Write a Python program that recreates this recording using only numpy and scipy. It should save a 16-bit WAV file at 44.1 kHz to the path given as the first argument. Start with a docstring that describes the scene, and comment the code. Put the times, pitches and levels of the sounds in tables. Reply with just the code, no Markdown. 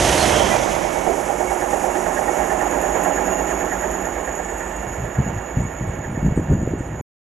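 """The rear diesel locomotive of a short train sweeps past a platform: roar, squeals and a howl, all noise or tones.
Its engine orders beat into a throb; a worn wheel thumps nine times a second and rings; steady tones hum, a thin
whine runs on. As it runs away down the line the rails sing in narrow bands, and from 3 s a small bird chirps.
From about 5 s the wake buffets the microphone in runs of short pressure swings; at 7 s the sound stops dead."""
import sys
import numpy as np
from scipy import signal
from scipy.fft import rfft, irfft, next_fast_len
from scipy.io import wavfile
from scipy.ndimage import uniform_filter1d

SR = 44100
rng = np.random.default_rng(int(sys.argv[2]) if len(sys.argv) > 2 else 0)


def materialize(psi):
    """Save the field psi as 16-bit PCM at rate SR to the path in sys.argv[1].

    A 1-D psi becomes a single channel; in a 2-D psi each row is a channel.
    """
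    bounded = np.clip(np.atleast_2d(psi).T, -1, 1)
    quanta = np.round(bounded * 32767).astype(np.int16)
    wavfile.write(sys.argv[1], SR, quanta)


N = 323243
T = np.arange(N) / SR
FREQ = np.fft.rfftfreq(next_fast_len(N), 1 / SR)
WHEEL_HZ, FIRST_THUMP_S = 9.04, .065

# base level of rolling and hum: t/s, relative level/dB
TRAIN_LEVEL = [(0, -23), (.3, -18.5), (1.2, -25.5), (3.15, -23.5), (4.3, -28.5), (7, -36.5)]
# engine speed as heard: t/s, shaft rate/Hz
ENGINE_SPEED = [(0, 8.2), (.18, 9.1), (.35, 9.1), (.65, 6.7), (1.1, 7.8), (2.6, 7.73), (3.3, 8.18),
                (4.2, 7.87), (7, 8.7)]
# All *_swell tables: top/dB, reached/s, held/s, rise/(dB/s), fade/(dB/s)
# All spectra: f/Hz, relative density/dB


def undb(db):
    """Decibels to gain."""
    return 10 ** (np.asarray(db) / 20)


def unit(x):
    """Scale to rms 1."""
    return x / np.sqrt(np.mean(x ** 2))


def curve(rows):
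    """Second column of a table, joined by straight lines in time."""
    t_s, value = np.transpose(rows)
    return np.interp(T, t_s, value)


def across(points):
    """Points joined on a log-frequency axis."""
    hz, value = np.transpose(points)
    return np.interp(np.log(FREQ + 1), np.log(hz), value)


def shape(x, response):
    """Filter by a frequency response."""
    size = next_fast_len(N)
    return irfft(rfft(x, size) * response, size)[..., :N]


def colour(x, points):
    """Filter x by a spectrum, then scale to rms 1."""
    return unit(shape(x, undb(across(points))))


def noise():
    """White noise."""
    return rng.standard_normal(N)


def walk(rate_hz, size=N):
    """Random levels held 1 / rate_hz and smoothed twice; spread near 1."""
    k = int(SR / rate_hz)
    held = np.repeat(rng.standard_normal(size // k + 1), k)
    return 1.35 * uniform_filter1d(uniform_filter1d(held, k), k)[:size]


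def swell(top_db, reached_s, hold_s, rise_db_per_s, fade_db_per_s):
    """A gain that rises, holds and fades at even rates in dB."""
    before_s = np.maximum(reached_s - T, 0)
    after_s = np.maximum(T - reached_s - hold_s, 0)
    return undb(top_db - rise_db_per_s * before_s - fade_db_per_s * after_s)


def blows(rows, decay_s, rise_s=1 / SR):
    """Envelope of a table of (t/s, level/dB) blows that die away."""
    out = np.zeros(N)
    for t_s, db in rows:
        rise = 1 - np.exp(-np.maximum(T - t_s, 0) / rise_s)
        out += undb(db) * rise * np.exp(-np.abs(T - t_s) / decay_s)
    return out


def rough_tone(cycles, rate_hz):
    """A tone whose strength and phase flutter about rate_hz times a second; rms near 1."""
    in_phase = walk(rate_hz, size=len(cycles)) * np.sin(2 * np.pi * cycles)
    quadrature = walk(rate_hz, size=len(cycles)) * np.cos(2 * np.pi * cycles)
    return in_phase + quadrature


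def tread(repeat):
    """Wheel roughness recurs every turn (power share repeat); rail roughness is always new."""
    one_turn = noise()[:round(SR / WHEEL_HZ)]
    return np.sqrt(repeat) * np.resize(one_turn, N) + np.sqrt(1 - repeat) * noise()


def thumps(lead_s, rise_s, decay_s):
    """One pulse for every turn of the worn wheel, swelling as it passes."""
    thump_swell = (0.87, 1.37, 1, 8.8, 2.8)
    since_s = (T - FIRST_THUMP_S + lead_s) % (1 / WHEEL_HZ)
    return swell(*thump_swell) * (1 - np.exp(-since_s / rise_s)) * np.exp(-since_s / decay_s)


def to_right(x, pan_db, scatter_db):
    """Microphone directivity varies with frequency; scattered sound fills the left side."""
    # f/Hz, multiplier of the mean left-right difference/1
    pan_share = [(60, 0.13), (110, -0.5), (200, 0.55), (350, 0.38), (640, 1.06), (1160, 0.57), (2100, 0.7),
                 (3800, 0.66), (6800, 0.4), (12000, 0)]
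    mean_db = np.mean(pan_db)
    ratio = undb(mean_db * across(pan_share))
    left, right = shape(x, 2 * ratio / (1 + ratio)), shape(x, 2 / (1 + ratio))
    lag_s = T[:SR // 5]
    tail = rng.standard_normal(len(lag_s)) * np.exp(-lag_s / 0.02)
    scatter = signal.fftconvolve(x, tail / np.linalg.norm(tail))[:N]
    moving = undb(0.78 * (pan_db - mean_db))
    return np.array([left * moving + undb(scatter_db) * scatter, right])


def bird():
    """Thin, very high chirps with sliding pitch; decaying noise echoes linger among the trees."""
    # t/s, level before chirp_db/dB, f/Hz, length/s, opening pitch offset/Hz
    chirp_rows = [(3.09, -39, 8870, .022, 100), (3.489, -37, 8240, .022, 0), (4.22, -42, 8420, .03, 100),
                  (4.755, -44, 8240, .035, -150), (4.96, -48, 8300, .03, 0), (5.04, -48, 9000, .022, 900),
                  (5.403, -46, 8170, .03, 100), (5.618, -43, 8210, .035, -150),
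                  (5.715, -51, 9030, .02, 700), (5.873, -43, 8260, .028, 0),
                  (6.106, -44.5, 8750, .028, 1000), (6.356, -39, 8190, .034, 0),
                  (6.612, -50, 8190, .035, -100), (6.778, -42.5, 8320, .028, -100),
                  (6.868, -47.5, 8850, .028, 900)]
    chirp_db, trees_db, trees_decay_s, slide_s = -7.5, -1, .05, .008
    out = np.zeros(N)
    age_s = T[:SR // 8]
    for t_s, db, hz, length_s, slide_hz in chirp_rows:
        pitch_hz = hz + slide_hz * np.exp(-age_s / slide_s) + 40 * walk(500, size=len(age_s))
        envelope = undb(db + chirp_db) * np.sin(np.pi * np.clip(age_s / length_s, 0, 1))
        start = int(t_s * SR)
        out[start:start + len(age_s)] += envelope * np.sin(2 * np.pi * np.cumsum(pitch_hz) / SR)
    trees = rng.standard_normal((2, SR // 4)) * np.exp(-T[:SR // 4] / trees_decay_s)
    echo = signal.fftconvolve(out[None], trees / np.linalg.norm(trees))[:, :N]
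    return out + undb(trees_db) * echo


def rails():
    """Steel carries narrow treble bands far along the track, pulsing with the wheel; grit sets off pings."""
    singing_spectrum = [(4000, -47), (5600, -19.5), (6350, -18), (6560, 0), (6820, 0.5), (7100, -2),
                        (7700, -21.5), (9300, -49), (10400, -36), (11100, -14.5), (11600, -14.5)]
    hiss_spectrum = [(2500, -3), (4400, -6.5), (5600, 4), (6500, 12), (7400, 8.5), (9200, 1), (10600, 6),
                     (11650, 4.5)]
    # rail pings: t/s, level before the common -8 dB/dB
    ping_rows = [(0.939, -27), (1.717, -24), (2.705, -23), (2.814, -18), (3.034, -15.5), (3.912, -19),
                 (4.352, -26), (4.571, -29)]
    singing_swell = (-33, 3, 0.59, 3.5, 6)
    modes_swell = (-42, 3, 0.43, 10.5, 3)
    hiss_near_swell = (-33, 0, 0.55, 10, 48)
    hiss_swell = (-36, 0.31, 2, 14, 8.5)
    sizzle_swell = (-52, 4.5, 0.2, 30, 60)
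    far_db, hiss_pulse_db = -49, 0.5
    turn = np.cos(2 * np.pi * WHEEL_HZ * (T - FIRST_THUMP_S))

    singing = colour(tread(0.11), singing_spectrum) * np.hypot(swell(*singing_swell), undb(far_db))
    modes = sum(rough_tone(hz * T, rate_hz=55) for hz in (6792, 6863))
    singing += modes * swell(*modes_swell)
    flutter = undb(1.3 * walk(80) + 0.8 * turn)

    hiss = colour(noise(), hiss_spectrum) * np.hypot(swell(*hiss_near_swell), swell(*hiss_swell))
    hiss *= undb(1.1 * walk(90) + hiss_pulse_db * turn)

    ping_spectrum = [(5500, -45), (6400, -14), (6800, 0), (7300, -10), (8200, -26), (9800, -24), (11500, -13)]
    pings = blows(ping_rows, decay_s=.014) * undb(-8) * colour(noise(), ping_spectrum)
    sizzle = rough_tone(7750 * T, rate_hz=900) * swell(*sizzle_swell)
    return to_right(singing * flutter + hiss + pings + sizzle, pan_db=-5.0, scatter_db=-7.0)


def wake():
    """Gusts are runs of weakening pressure swings with churning noise; the strongest saturate the microphone."""
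    wake_spectrum = [(20, -16), (60, -0.5), (130, 0.5), (220, -6.5), (400, -15), (900, -32), (3000, -71)]
    # gusts: t/s, length/s, strength before saturation/dB, nominal eddy f/Hz
    gust_rows = [(4.876, 0.039, -25.5, 120.1), (4.986, 0.098, -20.5, 115.2), (5.19, 0.03, -5.5, 119),
                 (5.266, 0.027, -11.5, 149.6), (5.3, 0.051, -19, 115), (5.366, 0.039, -15.5, 100),
                 (5.573, 0.019, -8, 160), (5.606, 0.057, -13, 122.6), (5.812, 0.034, -13.5, 134),
                 (5.877, 0.03, -15.5, 120), (6.08, 0.073, -17.5, 165), (6.177, 0.0093, -11.5, 241.4),
                 (6.23, 0.011, -7.5, 172), (6.251, 0.038, -2.5, 155), (6.324, 0.014, -9, 151),
                 (6.377, 0.023, -4, 250), (6.502, 0.052, -4, 134), (6.617, 0.018, -11, 269.5),
                 (6.676, 0.0084, -6.5, 278), (6.738, 0.013, -7.5, 282), (6.809, 0.0097, -15, 240)]
    # background churning: rises steeply to 6 s, then holds
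    wake_swell = (-28.5, 6, 1.5, 48, 11.5)
    eddy_gap_s, eddy_jitter, eddy_cycles, gust_sag_db = .017, .2, 0.25, 2.5
    churn_db, churn_attack_s, churn_release_s = -15, 0.014, 0.022
    mic_limit = .7  # full scale 1
    churn = colour(noise(), wake_spectrum) * undb(2.3 * walk(60))
    out, stir = np.zeros(N), swell(*wake_swell)
    lag_s = np.arange(-SR // 30, SR // 30) / SR
    for t_s, length_s, db, hz in gust_rows:
        force = undb(db - gust_sag_db * np.clip((T - t_s) / length_s, 0, 1))
        attack = np.maximum(t_s - T, 0) / churn_attack_s
        release = np.maximum(T - t_s - length_s, 0) / churn_release_s
        stir = np.hypot(stir, undb(churn_db) * force * np.exp(-attack - release))
        at_s = t_s
        for gap, pitch, phase in rng.uniform(-1.13, 1, size=(16, 3)):
            if at_s > t_s + length_s:
                break
            cycles = hz * (1 + eddy_jitter * pitch) * lag_s
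            swing = np.sin(2 * np.pi * (cycles + 0.098 * phase)) / np.cosh(cycles / eddy_cycles)
            start = int((at_s + lag_s[0]) * SR)
            out[start:start + len(lag_s)] += force[int(at_s * SR)] * swing
            at_s += eddy_gap_s * (1 + eddy_jitter * gap)
    return mic_limit * np.tanh((out + churn * stir) / mic_limit)


def squeals():
    """Flanges catch the rail for moments; rough tones overlap and sag in pitch."""
    # t/s, length/s, rms before the envelope/dB, starting f/Hz, flutter/Hz
    squeal_rows = [(.065, .05, -32, 1890, 90), (.055, .04, -35, 3130, 90), (.17, .08, -33, 4300, 340),
                   (.245, .05, -34, 2130, 150), (.25, .09, -31.5, 2630, 70), (.24, .1, -35.5, 3330, 90),
                   (.31, .22, -34, 3330, 450), (.32, .17, -35.5, 3160, 150), (.505, .04, -28.5, 2000, 60),
                   (.51, .07, -36.5, 2420, 130)]
    sag_hz_per_s = 900
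    scrapes = []  # fainter squeals scattered in time and pitch
    for when, pitch in rng.random((18, 2)):
        t_s = np.interp(when, (0, 1), (0, .56))
        hz = np.interp(pitch, (0, 1), (1500, 3400))
        scrapes.append((t_s, .06, -38.5, hz, 60))
    out = np.zeros(N)
    for t_s, length_s, db, hz, flutter_hz in squeal_rows + scrapes:
        age_s = T[:int(length_s * SR)]
        tone = rough_tone(hz * age_s - sag_hz_per_s * age_s ** 2 / 2, rate_hz=flutter_hz)
        envelope = undb(db) * np.sqrt(np.sin(np.pi * age_s / length_s))
        start = int(t_s * SR)
        out[start:start + len(age_s)] += envelope * unit(tone)
    return out


def bogies():
    """Gritty roar beside the running gear, with squeals, a howl and a bright rush that ends with the last axle."""
    roar_spectrum = [(25, -14.5), (55, -3), (130, 3.5), (300, -3.5), (700, 1.5), (1200, -11), (1900, -8),
                     (2600, -10), (3200, -11), (4400, -20), (6300, -10), (9000, -27.5), (12000, -37)]
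    rush_spectrum = [(1500, -20.5), (3200, -1.5), (4300, -5), (6000, -5), (9000, -5.5), (11500, -9)]
    roar_swell = (-20, 0, 0.3555, 10, 23.5)
    rush_swell = (-25.5, 0, 0.27, 10, 79)
    howl_swell = (-23.5, 0.25, 0.3, 15, 55)
    howl_hz = 608
    roar = colour(noise() * undb(1.4 * walk(160)), roar_spectrum) * swell(*roar_swell)
    rush = colour(noise(), rush_spectrum) * swell(*rush_swell)
    howl = walk(69.8) * np.sin(2 * np.pi * howl_hz * T) * swell(*howl_swell)
    return to_right(roar + rush + squeals() + howl, pan_db=-11, scatter_db=-17.5)


def engine():
    """Uneven cylinders put lines on the shaft orders; neighbouring ones beat into a slow throb."""
    # order (multiple of shaft rate)/1, relative level/dB
    order_rows = [(3, -29), (4, -29.5), (5, -26), (6, 1.5), (7, -0.5), (8, -11), (9, -4), (12, -22.5),
                  (16, -30.5), (18, -26.5), (20, -16)]
    near_swell = (-26.8, 0.05, 0.22, 15, 35)
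    far_swell = (-37, 3.5, 1.5, 1, 4.7)
    throb_s = 1.125  # orders line up in phase here, but for their jitter
    turns = np.cumsum(curve(ENGINE_SPEED)) / SR
    turns = turns - np.interp(throb_s, T, turns)
    lines = np.zeros(N)
    for order, db in order_rows:
        level = undb(db + 1.2 * walk(4))
        lines += level * np.cos(2 * np.pi * (order * turns + .02 * walk(5)))
    gas = colour(noise(), [(20, -22.0), (40, -10.5), (55, 18.5), (75, -5.0), (110, -13.5), (400, -54)])
    gain = np.hypot(swell(*near_swell), swell(*far_swell))
    return (unit(lines) + undb(-5.5) * gas) * gain * undb(np.array([[.3], [-.3]]))


def hum_and_whine():
    """Wheel and track resonances and two low lines from a second engine hum, surging with each thump; a whine
    is steady close by, fluttering far off."""
    # hum: f from 1 s on/Hz, relative level/dB, strongest at t/s
    hum_rows = [(186.6, -1.5, 3.53), (195.5, -4, 5.2), (285, -1.5, 3.05), (361, 4.5, 1.65), (382, 0.5, 3.3),
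                (598, 1.5, 2.5), (635, 2.5, 3), (676, -1, 3), (742, 2.5, 2.3), (814, 5, 2.3), (831, 5, 2.9),
                (931, -4, 1.9), (1022, -6, 3), (1076, -5, 2.5)]
    # far whine: f/Hz, relative level/dB
    whine_rows = [(2220, -1), (2772, -6.5)]
    whine_swell = (-47.5, 1.5, 2.5, 41, 3)
    near_swell = (-38.5, 0.7, 0.27, 50, 22)
    hum_pulse, near_hz = 0.7, 2230
    rate_hz = curve(ENGINE_SPEED)
    # hum pitch moves in proportion to ENGINE_SPEED up to 1 s, then holds
    clock_s = np.cumsum(np.where(T < 1, rate_hz / rate_hz[SR], 1)) / SR
    hum = np.zeros(N)
    for hz, db, peak_s in hum_rows:
        fall_db = 8.8 * np.tanh(((T - peak_s) / 1.25) ** 2)
        level = undb(db - fall_db + 1.8 * walk(14))
        hum += level * np.sin(2 * np.pi * (hz * clock_s + .17 * walk(17)))
    surge = 1 + hum_pulse * thumps(lead_s=0, rise_s=.012, decay_s=.038)

    whine = sum(undb(db - .5 + 2.2 * walk(9)) * rough_tone(hz * T, rate_hz=55) for hz, db in whine_rows)
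    close = undb(1.5 * walk(25)) * np.sin(2 * np.pi * (near_hz * T + .09 * walk(45)))
    whines = whine * swell(*whine_swell) + close * swell(*near_swell)
    return hum * surge * undb(curve(TRAIN_LEVEL) - 12.0) + whines


def wheels():
    """The worn spot rings the wheel disc briefly, then the bogie and sleepers rumble on."""
    rumble_spectrum = [(40, -23), (100, -13), (170, -8), (250, -5.5), (360, -3), (460, -2.5), (620, -1.5),
                       (830, -4), (950, -6.5), (1200, -11), (2000, -16), (3000, -24), (4500, -41),
                       (8000, -66.5)]
    # disc modes before sharpening: f/Hz, width/Hz, relative level/dB
    mode_rows = [(1433, 60, -0.5), (1500, 60, -3), (1655, 42, 3.5), (1763.4, 79, 5), (1855, 70, -1)]
    # harder strikes on the disc: t/s, level re steady excitation/dB
    strike_rows = [(4.272, 2), (4.602, 4), (5.152, 2), (5.378, 7), (5.487, 6), (6.038, 11), (6.15, 6)]
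    # track knocks: t/s, level/dB
    knock_rows = [(1.064, -13)]
    # running-gear clanks: t/s, level before the common -10.5 dB/dB
    clank_rows = [(1.401, -17), (1.511, -18), (1.622, -11.5), (1.734, -8.5), (1.955, -13), (2.066, -15),
                  (2.285, -16), (3.06, -15)]
    # t/s, nominal left minus right/dB
    pan_rows = [(0, -10), (.65, -47.5), (1.1, -26), (3.2, -22), (7, -13.5)]
    near_swell = (-37, 0, -0.1, 19.5, 37.5)
    ring_swell = (-36, 2.5, 1.28, 6.5, 3.5)

    rumble = colour(tread(0.4) * undb(0.5 * walk(70)), rumble_spectrum)
    beat = thumps(lead_s=-.003, rise_s=.007, decay_s=.042)
    thud_spectrum = [(150, -34.0), (340, -1.0), (440, -6.5), (620, 1.5), (840, 2.0), (1000, -9.0),
                     (1500, -22.0), (3000, -45.5)]
    thuds = colour(tread(0.23) * beat, thud_spectrum)
    rolling = (undb(-1.2) * rumble + undb(-6) * thuds) * undb(curve(TRAIN_LEVEL))

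    disc = sum(undb(db) / (1 + 2j * (FREQ - hz) / width_hz) for hz, width_hz, db in mode_rows)
    strike = 5.8 * thumps(lead_s=.005, rise_s=.007, decay_s=.014) * undb(2 * walk(9))
    strike += blows(strike_rows, decay_s=.018)
    ring = unit(shape(tread(0.14) * (1 + strike), disc * np.abs(disc) ** 0.55))  # power sharpens the modes
    ring *= np.hypot(swell(*near_swell), swell(*ring_swell))

    knock_spectrum = [(100, -19.5), (280, -15), (360, 1.0), (500, -11.5), (750, -3.5), (1300, -47.0), (4000, -55)]
    knocks = blows(knock_rows, decay_s=0.058, rise_s=.008) * colour(noise(), knock_spectrum)
    clank_spectrum = [(200, -15), (750, 0), (1100, -5), (2200, -20), (5000, -45)]
    clanks = undb(-10.5) * blows(clank_rows, decay_s=.005) * colour(noise(), clank_spectrum)
    return to_right(rolling + hum_and_whine() + ring + knocks + clanks, curve(pan_rows), scatter_db=-22.0)


def scene():
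    """Bird, track, wind and train together."""
    return bird() + rails() + wake() + bogies() + engine() + wheels()


def record(dry):
    """Stop the sound within 2 ms, then cut the treble with a steep elliptic low-pass."""
    stop_s, top_hz = 7.013, 11750
    stop = np.clip((stop_s - T) / .002, 0, 1)
    low_pass = signal.ellip(12, .2, 80, top_hz, fs=SR, output="sos")
    return signal.sosfilt(low_pass, dry * stop)


dry = scene()
out = record(dry)
materialize(out)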